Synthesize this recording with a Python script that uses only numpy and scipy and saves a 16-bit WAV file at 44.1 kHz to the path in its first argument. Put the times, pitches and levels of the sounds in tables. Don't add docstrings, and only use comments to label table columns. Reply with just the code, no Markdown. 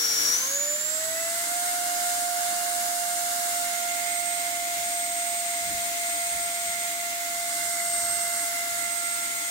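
import sys
import numpy as np
from scipy.fft import rfft, irfft, next_fast_len
from scipy.io import wavfile
from scipy.ndimage import map_coordinates

SR = 44100
rng = np.random.default_rng(int(sys.argv[2]) if len(sys.argv) > 2 else 0)


def output_pcm(signal):
    pcm = np.clip(np.atleast_2d(signal).T, -1, 1) * 32767
    wavfile.write(sys.argv[1], SR, np.round(pcm).astype(np.int16))


N = 418950

# time in seconds, gain in dB.
NOISE_GAIN = [(0, 2.5), (.33, 4), (.68, -1.4), (1.1, -0.7), (1.45, .8), (4.2, 0.15), (4.6, -0.26),
              (6.2, .5), (6.8, -0.35), (8.3, -0.5), (9.5, -0.8)]
# time in seconds, place (1 by the foot of the stand, 0 drawn back).
MIC_PLACE = [(0, 0.65), (1.6, 0.84), (3.4, 0.93), (4, 0.14), (7.2, 0.16), (7.65, 1), (8.35, 0.96),
             (8.65, 0.59), (9.5, 0.14)]


def amp(db):
    return 10 ** (np.asarray(db) / 20)


def unit(x):
    return x / np.sqrt(np.mean(np.abs(x) ** 2) + 1e-20)


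def curves(rows):
    s, *cols = np.transpose(rows)
    return np.array([np.interp(np.arange(N) / SR, s, c) for c in cols])


def along(rows, hz):
    f, *cols = np.transpose(rows)
    return np.array([np.interp(np.log(hz + 1), np.log(f + 1), c) for c in cols])


def swells(rows):
    s, *cols = np.transpose(rows)
    return np.array([np.interp(np.arange(N) / SR, s, amp(db)) for db in cols])


def swell_at(s, length):
    return np.exp(-(2 * (np.arange(N) / SR - s) / length) ** 2)


def wobble(rate):
    knots = rng.standard_normal(int(N * rate / SR) + 4)
    return map_coordinates(knots, [np.arange(N) * rate / SR])


def eddies(width_hz, channels):
    m = next_fast_len(N)
    hz = np.fft.fftfreq(m, 1 / SR)
    white = rng.standard_normal((channels, m)) + 1j * rng.standard_normal((channels, m))
    return unit(np.fft.ifft(white / (1 + (hz / width_hz) ** 2))[:, :N])


def ports(lead):
    return np.array([[.5], [-.5]]) * lead


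def turbulence(colour):
    # frequency in Hz, correlation of the two ports.
    likeness = [(60, 0.77), (250, 0.93), (900, 0.56), (1500, -0.55), (2200, -0.59), (4000, 0.025),
                (12000, -0.043)]
    # frequency in Hz, gain in dB at the foot (as much the other way when drawn back).
    foot_colour = [(850, 0.1), (1200, 2), (1550, 4.5), (1950, -1.5), (2200, -2.5), (2500, -4.5),
                   (2850, 0.7), (3250, -1.7), (4600, 1.2), (6100, 1), (6750, -0.6), (7400, 1.1),
                   (9500, -0.64), (10800, 1.1), (14500, -1.4)]
    m = next_fast_len(N + 8192)
    hz = np.fft.rfftfreq(m, 1 / SR)
    spread = np.arccos(np.clip(along(likeness, hz)[0], -1, 1)) / 2
    mid, side = rfft(rng.standard_normal((2, m))) * [np.cos(spread), np.sin(spread)]
    pair = np.array([mid + side, mid - side]) * amp(along(colour, hz))
    reflection = amp(along(foot_colour, hz))
    near = irfft(pair * reflection, m)[:, :N]
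    back = irfft(pair / reflection, m)[:, :N]
    place = np.clip(curves(MIC_PLACE), 0, 1)
    return unit(place * near + (1 - place) * back)


def draught():
    # frequency in Hz, relative left and right levels in dB.
    buffet_colour = [(14.8, -84, -95), (71, -78, -91), (160, -77.5, -97), (340, -83.5, -96),
                     (800, -104, -116)]
    # centre of a puff in seconds, length in seconds, level in dB.
    puff_cues = [(4.8, .06, -56), (5.728, 0.15, -48), (6.154, 0.06, -55), (6.37, .09, -54),
                 (6.69, .04, -54), (7.934, 0.15, -57), (8.2, 0.19, -57)]
    lumps = amp(-62.5 + 2.5 * wobble(rate=9))
    puffs = sum(amp(db) * swell_at(s, length) for s, length, db in puff_cues)
    return (lumps + puffs) * turbulence(buffet_colour)


def bench_echoes(x, echo_db, count=6):
    n = np.arange(N)
    out = x.copy()
    for port in range(len(x)):
        for delay_s in rng.uniform(.002, .016, count):
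            path_s = delay_s + .00007 * wobble(rate=1.5)
            out[port] += amp(echo_db) * np.interp(n - path_s * SR, n, x[port], left=0)
    return out / np.sqrt(1 + count * amp(echo_db) ** 2)


def treble_db(foot_lift_db=3):
    return curves(NOISE_GAIN)[0] + foot_lift_db * curves(MIC_PLACE)[0]


def jet(roar_db=-38.5, rush_db=-34.5, hiss_db=-33.1):
    # frequency in Hz, relative left and right levels in dB.
    roar_colour = [(50, -87, -100), (150, -84.5, -87.5), (270, -77, -77.5), (357, -78, -79),
                   (454, -82.5, -83.5), (724, -79, -71.5), (843, -85, -86.5), (863, -77, -75.5),
                   (1240, -76, -75), (1424, -74.5, -68), (2313, -69.5, -67.5), (2460, -75, -82),
                   (3550, -88, -94)]
    rush_colour = [(1770, -100, -100), (2740, -74, -79), (3730, -71, -71.5), (4440, -72, -73.5),
                   (4650, -73.5, -71), (5900, -71.5, -73.5), (6700, -70.5, -65.5), (8020, -72, -74.5),
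                   (9750, -79, -95), (12000, -105, -105)]
    hiss_colour = [(5660, -100, -100), (6910, -66.5, -64.5), (8400, -84, -80), (9000, -87, -74),
                   (9300, -73, -74), (10470, -98, -67), (10450, -73, -64), (11220, -73, -67),
                   (12700, -76.5, -73.5), (13200, -73, -67.5), (14300, -76, -74), (16000, -71.5, -68.5)]
    gain_db = curves(NOISE_GAIN)[0]
    surge_db = 0.43 * wobble(rate=9)
    roar = amp(roar_db + gain_db + surge_db) * turbulence(roar_colour)
    rush = amp(rush_db + gain_db + surge_db) * turbulence(rush_colour)
    hiss = amp(hiss_db + treble_db() + surge_db) * turbulence(hiss_colour)
    return roar + rush + hiss


def overtones(angle, speed, foot_lift_db=5.5):
    # multiple of the shaft rate, base level in dB.
    partials = [(4, -54.5), (5, -59), (6, -61), (7, -59.5), (8, -59), (10, -57)]
    fades = 0.69 + 0.82 * eddies(width_hz=5.9, channels=2)
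    tones = 0
    for k, db in partials:
        own_fades = np.roll(fades, rng.integers(N), axis=1)
        tones += amp(db) * np.real(own_fades * np.exp(1j * round(k) * angle))
    return tones * (speed / speed.max()) ** 5 * amp(foot_lift_db * curves(MIC_PLACE)[0])


def whistles(angle):
    # centre in seconds, length in seconds, multiple of the shaft rate, peak level in dB.
    cues = [(2.08, .55, 7, -47), (8.0, 1.0, 8, -47.5)]
    return sum(amp(db) * swell_at(s, length) * np.cos(round(k) * angle + ports(lead=1))
               for s, length, k, db in cues)


def stand_flare(hz):
    # centre in Hz, width in Hz, lift in dB.
    resonances = [(1050, 72, 24), (1690, 55, 10)]
    return amp(sum(db / (1 + (2 * (hz - centre) / width) ** 2) for centre, width, db in resonances))


def rotor(angle, speed):
    # time in seconds, left and right base levels in dB.
    hum_ride = [(1.6, -39.5, -26.5), (2.4, -36.5, -24.5), (3.9, -37.5, -27.5), (5.2, -32.5, -29.5),
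                (7.0, -34, -33.5), (8.05, -35.5, -29), (8.8, -34, -36.5), (9.5, -37, -47.5)]
    second_ride = [(1.7, -40.5, -45), (2.7, -44, -69), (3.7, -71, -38), (4.8, -46, -42), (5.6, -46, -44),
                   (6.5, -56, -39.5), (8.5, -44, -44.5), (9.1, -37, -32), (9.5, -41, -34)]
    third_ride = [(.9, -47, -48), (1.27, -40, -37), (1.6, -53, -41), (3.35, -46, -49.5), (4.0, -72, -33.5),
                  (4.9, -60, -38.5), (8.5, -48, -33.5), (9.5, -51, -36)]
    # pitch in Hz, left and right gains in dB.
    standing_waves = [(472, -2.5, -32), (540, -10, -15), (559, -4, -6), (597, 8, -8.5), (602, 0, -19),
                      (646, 4, -5), (670, 9, -8.5), (688, 6.5, -10), (700, -15, 0), (701.7, -0.5, -0.5)]
    throttle = speed / speed.max()
    sweep_db = along(standing_waves, np.maximum.accumulate(speed))
    hum_db = curves(hum_ride) + sweep_db + 0.29 * wobble(rate=18)
    hum = amp(hum_db) * np.cos(angle + ports(lead=0.55))
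    apart = ports(lead=2.6 - 1.4 * curves(MIC_PLACE)[0])
    flicker = amp(0.7 * wobble(rate=12))
    second = swells(second_ride) * throttle ** 7.9 * flicker * np.cos(2 * angle + apart)
    rasp = 1 + 0.5 * amp(4 * wobble(rate=16)) * eddies(width_hz=78, channels=1)
    third = swells(third_ride) * throttle ** 2 * np.real(rasp * np.exp(1j * (3 * angle + apart)))
    return hum + second * stand_flare(2 * speed) + third * stand_flare(3 * speed)


def blades(angle, count=12, skirt_db=-37):
    # time in seconds, left and right base levels in dB.
    whine_ride = [(0, -23, -34), (.3, -23, -29), (.47, -33, -31), (.6, -30.5, -22.5), (.95, -39, -27),
                  (1.9, -32, -44), (3.15, -36, -38), (3.5, -33.5, -37), (3.97, -40, -40),
                  (4.22, -39, -28.5), (4.68, -34.5, -42), (5.25, -32.5, -29), (5.92, -32.5, -58),
                  (6.2, -29.5, -30), (7.3, -44, -43), (7.7, -32, -29.5), (8.3, -28.5, -27.5),
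                  (8.55, -36, -51), (9.0, -40, -28), (9.5, -33.5, -35)]
    passing = np.exp(1j * count * angle)
    flutter = 0.48 * eddies(width_hz=140, channels=1) + 0.38 * eddies(width_hz=6.3, channels=2)
    wander = 1.1 - 0.18 * curves(MIC_PLACE)[0]
    drift = np.exp(1j * ports(lead=wander * wobble(rate=2.06)))
    fades = amp([wobble(rate=5.5), wobble(rate=5.5)])
    whine = swells(whine_ride) * fades * np.real((1 + flutter) * passing * drift)
    skirt = amp(skirt_db + treble_db()) * np.real(eddies(width_hz=820, channels=2) * passing)
    return whine + skirt


def scene():
    # time in seconds, shaft speed in turns per second.
    shaft_speed = [(0, 471.2), (.29, 472.5), (.35, 488), (.5, 547.5), (.6, 571), (1.0, 637.8),
                   (1.54, 702.5), (1.68, 706.2), (2.9, 700.9), (4.0, 697.2), (5.0, 695), (6.2, 691.6),
                   (6.9, 692.4), (7.95, 691.4), (8.35, 690), (9.5, 689)]
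    speed = curves(shaft_speed)[0] + 0.11 * wobble(rate=10)
    angle = 2 * np.pi * np.cumsum(speed) / SR
    tones = rotor(angle, speed) + overtones(angle, speed) + whistles(angle) + blades(angle)
    return tones + bench_echoes(jet(), echo_db=-14.5) + draught()


def record(dry):
    top_hz = 15780
    m = next_fast_len(N + SR // 2)
    passband = np.fft.rfftfreq(m, 1 / SR) < top_hz
    return irfft(rfft(dry, m) * passband, m)[:, :N]


dry = scene()
out = record(dry)
output_pcm(out)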